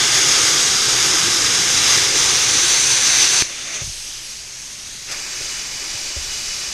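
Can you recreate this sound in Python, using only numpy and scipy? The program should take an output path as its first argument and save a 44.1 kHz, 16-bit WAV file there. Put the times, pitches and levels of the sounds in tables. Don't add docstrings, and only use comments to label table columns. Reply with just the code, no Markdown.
import sys
import numpy as np
from scipy import signal
from scipy.fft import rfft, irfft, next_fast_len
from scipy.io import wavfile
from scipy.ndimage import uniform_filter1d, map_coordinates

SR = 44100
rng = np.random.default_rng(int(sys.argv[2]) if len(sys.argv) > 2 else 0)


def dump_mix(stems):
    frames = np.atleast_2d(stems).T
    limited = np.clip(frames, -1, 1)
    pcm = np.round(limited * 32767).astype(np.int16)
    wavfile.write(sys.argv[1], SR, pcm)


N = 296793

TURN_S, TURN_LENGTH_S = 2.25, 0.99
ARC_OFF_S = 3.4225
LIFT_S, LIFT_LENGTH_S = 3.83, 0.031
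LAID_DOWN_S = 5.1


def amp(db):
    return 10 ** (np.asarray(db) / 20)


def in_time(rows):
    s, *columns = np.transpose(rows)
    return [np.interp(np.arange(N) / SR, s, c) for c in columns]


def ramp(t, start, length):
    return np.clip((t - start) / length + .5, 0, 1)


def swell(t, s, rise, fall):
    return np.exp(-((t - s) / np.where(t < s, rise, fall)) ** 2)


def resonance(hz, at, width, top_db):
    return top_db / (1 + (2 * (hz - at) / width) ** 2)


def drift(rate_hz):
    step = 40
    r = np.exp(-2 * np.pi * rate_hz * step / SR)
    settle = 2000
    noise = rng.standard_normal(N // step + settle + 2)
    slow = signal.lfilter([1], [1, -2 * r, r * r], noise)[settle:]
    return np.interp(np.arange(N) / step, np.arange(len(slow)), slow / slow.std())


def turbulence(spectrum, peaks, patchy_db, flutter_db):
    size = next_fast_len(N)
    hz = np.maximum(np.arange(size // 2 + 1) * SR / size, 1)
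    points_hz, points_db = np.transpose(spectrum)
    db = np.interp(np.log(hz), np.log(points_hz), points_db, left=-120, right=-120)
    db = db + sum(resonance(hz, *peak) for peak in peaks)
    shaped = rfft(rng.standard_normal(size)) * amp(db)
    place = 3 * np.log2(hz)
    first = int(3 * np.log2(points_hz[0]))
    last = int(3 * np.log2(points_hz[-1])) + 1
    out = 0
    for k in range(first, last + 1):
        band = np.cos(np.pi / 2 * np.clip(place - k, -1, 1)) ** 2
        out = out + irfft(shaped * band, size)[:N] * amp(patchy_db * drift(4.0))
    out = out * amp(flutter_db * drift(28.0))
    return out / out.std()


def ring(clicks, hz, t60):
    r, w = amp(-60 / (t60 * SR)), 2 * np.pi * hz / SR
    return signal.lfilter([0, np.sin(w)], [1, -2 * r * np.cos(w), r * r], clicks + 1e-18)


def evened(x):
    return x / np.sqrt(uniform_filter1d(x ** 2, size=SR // 4))


def echoed(x, echoes):
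    size = next_fast_len(N)
    khz = np.arange(size // 2 + 1) * SR / size / 1000
    response = 1 + sum(gain * np.exp(-2j * np.pi * khz * ms) for ms, gain in echoes)
    out = irfft(rfft(x, size) * response, size)[:N]
    return out / out.std()


# [f at t=0/Hz, glide/(Hz/s), width/Hz, level before turn/dB, level after turn/dB]
GLIDES = [(1240, 10, 280, 2, -2), (2520, 8, 260, -1.3, 3), (4800, -10, 200, 0.2, -3),
          (3270, -10, 480, 3.5, 1.5), (4010, 183, 380, -7, -5.5), (4165, 116, 300, 4.5, 11.5),
          (5640, 97, 380, 1.8, 6.5), (5700, -200, 460, 0.5, -2.4), (6560, -85, 330, 3.5, 6.5),
          (6740, -10, 300, 0.2, -4), (7490, 122, 420, -6, -4.5), (8250, 450, 310, -1, 7),
          (9340, 550, 600, 2, 6), (9480, 250, 290, -8, -19), (10070, 500, 450, -3.7, -12),
          (11040, 300, 470, 4.5, .3), (11710, 200, 450, -14, -6)]


def reflections(x, share, shades=()):
    hz, t, z = signal.stft(x, SR, nperseg=1024)
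    hz = hz[:, None]
    turned = ramp(t, TURN_S, TURN_LENGTH_S)
    db = 0
    for at, glide, width, before_db, after_db in GLIDES:
        top_db = share * (before_db + (after_db - before_db) * turned)
        db = db + resonance(hz, at + glide * t, width, top_db)
    db = db + sum(resonance(hz, *shade) for shade in shades)
    near_shell = 1 - ramp(t, LIFT_S, LIFT_LENGTH_S)
    return signal.istft(z * amp(db * near_shell), SR, nperseg=1024)[1][:N]


# [f/Hz, level/(dB per Hz)]
RUMBLE_SPECTRUM = [(12, -4), (25, -1), (45, -10), (70, -10.5), (140, -15), (300, -23)]
RUMBLE_DB, RUMBLE_LAID_DB = -50, -46
HUM_HZ, HUM_DB = 123.7, -57
STIR_CUT_HZ = 86


def shop():
    t = np.arange(N) / SR
    hum_gain = amp(HUM_DB + 2.0 * drift(3.2)) * np.sqrt(2)
    hum = hum_gain * np.sin(2 * np.pi * HUM_HZ * t + 0.79 * drift(3.5))
    rumble = evened(turbulence(RUMBLE_SPECTRUM, [], patchy_db=1.0, flutter_db=.3))
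    deep = signal.sosfilt(signal.butter(2, STIR_CUT_HZ, fs=SR, output="sos"), rumble)
    rumble_db = RUMBLE_DB + (RUMBLE_LAID_DB - RUMBLE_DB) * ramp(t, LAID_DOWN_S - .25, .6)
    return amp(rumble_db) * rumble + thud_stir(t) * deep + hum


# [t/s, level before high-pass/dB, f/Hz, t60/s, knock level re thud/dB]
THUDS = [(3.817, -20.5, 125, 0.058, -13), (3.837, -24, 75, .08, -25.), (3.861, -29, 111, .06, -27),
         (3.874, -24, 116, 0.069, -27), (3.895, -25, 101, 0.046, -25.), (5.409, -32, 110, 0.045, -2),
         (5.947, -30, 101, 0.087, -8.), (6.166, -18.5, 67, 0.13, -13)]
STIR_DB, STIR_RISE_S, STIR_FALL_S = -19, 0.058, .2


def thud_stir(t):
    stir = 0
    for s, db, *_ in THUDS:
        since = np.maximum(t - s, 0)
        rise = 1 - np.exp(-(since / STIR_RISE_S) ** 2)
        stir = np.maximum(stir, amp(db + STIR_DB) * rise * np.exp(-since / STIR_FALL_S))
    return stir


# [f/Hz, t60/s]
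KNOCK_MODES = [(380, 0.05), (560, 0.056)]


def thuds():
    out = np.zeros(N)
    for s, db, hz, t60, knock_db in THUDS:
        click = np.zeros(N)
        click[round(s * SR)] = amp(db)
        knock = sum(ring(click, mode_hz, mode_t60) for mode_hz, mode_t60 in KNOCK_MODES)
        out += ring(click, hz, t60) + amp(knock_db) * knock
    return signal.sosfilt(signal.butter(2, 40, "high", fs=SR, output="sos"), out)


# [f/Hz, level/(dB per Hz)]
SPLASH_SPECTRUM = [(88, -32), (150, -11.5), (385, -4), (488, -9.5), (546, -6), (723, -11), (2200, 0.5),
                   (2860, -3), (4840, -120)]
# [f/Hz, width/Hz, level/dB]
SPLASH_SHADES = [(970, 160, -5.5)]


def air_splash():
    splash = turbulence(SPLASH_SPECTRUM, [(760, 410, 3.4)], patchy_db=0.96, flutter_db=0.3)
    return reflections(splash, 0, SPLASH_SHADES)


# [f/Hz, level/(dB per Hz)]
HISS_SPECTRUM = [(710, -23), (1200, -16), (1390, -22.5), (2440, -9.5), (2980, -6), (3240, -5), (3950, -3.5),
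                 (4250, -3.5), (4570, -3.5), (6390, -1.5), (12200, -23.5), (13700, -36), (14600, -30)]
# [f/Hz, width/Hz, level/dB]
AIR_PEAKS = [(2920, 960, -1.5), (5720, 290, 2.5), (6520, 290, 3), (9150, 530, 4), (9950, 300, 3),
             (10700, 600, 3), (12030, 490, -11), (13140, 2600, 9.5)]
# [f/Hz, width/Hz, level/dB]
LYING_PEAKS = [(2450, 440, 6.5), (2800, 120, -4), (2950, 72, 8.5), (3300, 200, -2), (3330, 100, 1.5),
               (3670, 180, -2.5), (3960, 95, 0), (4270, 180, -3), (4570, 250, 4.5), (5040, 370, 4.),
               (5830, 160, 2.5), (7540, 230, 3.), (10270, 440, -12), (12550, 500, -6), (13600, 600, 5)]
# [delay/ms, gain]
HELD_ECHOES = [(.36, .07), (.45, 0.067), (.63, .08)]
# [delay/ms, gain]
BENCH_ECHOES = [(.78, .06), (1.73, .09), (2.01, .09)]
# [t/s, delay/ms, gain]
SWING_ECHO = [(3.75, .31, .02), (3.9, 0.35, 0.12), (4.15, 0.36, .13), (4.4, .385, .15), (4.65, 0.36, 0.14),
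              (4.85, .33, .13), (5.1, 0.26, .1)]
# [t/s, delay/ms, gain]
CLOSING_ECHO = [(4.0, 2.7, 0), (4.4, 2.3, .1), (4.75, 1.9, .14), (5.1, 1.75, .12)]
# [f/Hz, width/Hz, level/dB]
HISS_SHADES = [(2200, 900, 3), (3570, 150, 4), (4500, 700, -2.5), (8300, 1200, -1.5), (12060, 2900, -9)]
AIR_GLIDE_SHARE = 0.27


def air_hiss(t):
    held = turbulence(HISS_SPECTRUM, AIR_PEAKS, patchy_db=1.2, flutter_db=0.42)
    held = echoed(held, HELD_ECHOES)
    for echo in (SWING_ECHO, CLOSING_ECHO):
        delay_ms, gain = in_time(echo)
        held = held + gain * map_coordinates(held, [(t - delay_ms / 1000) * SR], order=3)
    lying = turbulence(HISS_SPECTRUM, AIR_PEAKS + LYING_PEAKS, patchy_db=0.47, flutter_db=0.4)
    lying = echoed(lying, BENCH_ECHOES)
    laid = np.clip((t - LAID_DOWN_S) / 0.074, 0, 1)
    hiss = np.sqrt(1 - laid) * held + np.sqrt(laid) * lying
    return evened(reflections(hiss, AIR_GLIDE_SHARE, HISS_SHADES))


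# [t/s, level/dB]
HISS_LEVEL = [(3.43, -23), (3.46, -28.5), (3.72, -28), (3.83, -28), (3.92, -29.2), (4.3, -31.5),
              (4.5, -33.5), (4.65, -32.5), (5.07, -32.5), (5.17, -28), (5.3, -28), (5.47, -25.7),
              (5.7, -28), (6.0, -26), (6.2, -27), (6.35, -25.5), (6.66, -25.5), (6.73, -27)]
# [t/s, hiss swell/dB, rise/s, fall/s, splash swell/dB, splash rise/s, splash fall/s]
SWEEPS = [(3.755, 5.5, .02, .022, 4.5, 0.074, 0.054), (5.121, 6.5, .012, .012, 6.5, .04, 0.033)]
SPLASH_DB, SPLASH_FREE_DB = -36.5, -44


def cooling_air():
    t = np.arange(N) / SR
    free = ramp(t, LIFT_S, LIFT_LENGTH_S) - ramp(t, LAID_DOWN_S - .02, 0.036)
    hiss_db, = in_time(HISS_LEVEL)
    splash_db = SPLASH_DB + (SPLASH_FREE_DB - SPLASH_DB) * free
    for s, swell_db, rise, fall, splash_swell_db, splash_rise, splash_fall in SWEEPS:
        hiss_db = hiss_db + swell_db * swell(t, s, rise, fall)
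        splash_db = splash_db + splash_swell_db * swell(t, s, splash_rise, splash_fall)
    return (t > ARC_OFF_S) * (amp(hiss_db) * air_hiss(t) + amp(splash_db) * air_splash())


NOZZLE_HZ = 6200


def pop():
    click = np.zeros(N)
    click[round(ARC_OFF_S * SR)] = -1
    out = amp(-2.5) * ring(click, 2350, 0.0029)
    out += amp(-5.0) * ring(click, NOZZLE_HZ, 0.0056)
    out += amp(-28.0) * ring(click, 10500, 0.0026)
    out += amp(-15.5) * ring(click, 370, 0.016)
    out += amp(-25.0) * ring(click, 140, 0.046)
    return out


# [f/Hz, level/(dB per Hz)]
ROAR_SPECTRUM = [(20, -13), (60, -11.5), (200, -14), (450, -7), (560, -5.5), (900, -17)]
# [f/Hz, width/Hz, level/dB]
ROAR_PEAKS = [(129.5, 58, 10), (341, 170, 5), (630, 52, -42)]
ROAR_DB, ROAR_FADE_DB_PER_S = -32.5, 4


def shell_roar(t):
    roar = turbulence(ROAR_SPECTRUM, ROAR_PEAKS, patchy_db=2.0, flutter_db=0.8)
    return amp(ROAR_DB - ROAR_FADE_DB_PER_S * np.maximum(t - TURN_S, 0)) * roar


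# [f/Hz, level/(dB per Hz)]
JET_SPECTRUM = [(350, -44), (600, -15), (1220, -8.5), (2160, -4.5), (2570, -5.5), (3450, -7.5),
                (4220, -5.5), (4760, -5), (6460, -1), (7590, -4.5), (11000, -17.5), (12300, -24),
                (13700, -25), (14600, -37)]
# [f/Hz, width/Hz, level/dB]
JET_PEAKS = [(1204, 140, 2), (1550, 220, 1.5), (2190, 120, 0.5), (2540, 260, -0.5), (3530, 244, 5.5),
             (3910, 205, 5.5), (4835, 190, 6.5), (5270, 300, 4), (8400, 180, 0.5)]
# [delay/ms, gain]
JET_ECHOES = [(1.62, -0.066), (2.49, 0.086)]
# [t/s, level/dB]
JET_LEVEL = [(0, -16), (.2, -14.5), (.48, -14.5), (.62, -16), (.88, -16.5), (1, -15.5), (1.3, -16.5),
             (1.72, -16.3), (1.93, -13.5), (2.12, -17.5), (2.19, -15), (2.45, -16), (2.75, -14.5),
             (2.85, -15.5), (3.05, -15), (3.24, -13), (3.3, -16), (3.35, -14.5)]
FLARE_FROM_DB, FLARE_PER_DB = -14.5, 0.2
FLARE_LOW_HZ, FLARE_HIGH_HZ = 5500, 6460


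def arc_jet():
    jet = turbulence(JET_SPECTRUM, JET_PEAKS, patchy_db=0.78, flutter_db=0.44)
    jet_db, = in_time(JET_LEVEL)
    nozzle_band = signal.butter(1, [FLARE_LOW_HZ, FLARE_HIGH_HZ], "band", fs=SR, output="sos")
    nozzle = signal.sosfilt(nozzle_band, jet)
    jet = jet + FLARE_PER_DB * np.maximum(jet_db - FLARE_FROM_DB, 0) * nozzle
    return amp(jet_db) * evened(reflections(echoed(jet, JET_ECHOES), share=1))


def arc():
    t = np.arange(N) / SR
    after = np.maximum(t - ARC_OFF_S, 0)
    dying = 0.85 * np.exp(-after / 0.0014) + 0.23 * np.exp(-after / 0.023)
    return dying * (arc_jet() + shell_roar(t))


def scene():
    return np.tile(shop() + thuds() + cooling_air() + pop() + arc(), (2, 1))


CUTOFF_HZ = 14450


def record(dry):
    lowpass = signal.ellip(12, .5, 70, CUTOFF_HZ, fs=SR, output="sos")
    return signal.sosfilt(lowpass, np.clip(dry, -1, 1))


dry = scene()
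out = record(dry)
dump_mix(out)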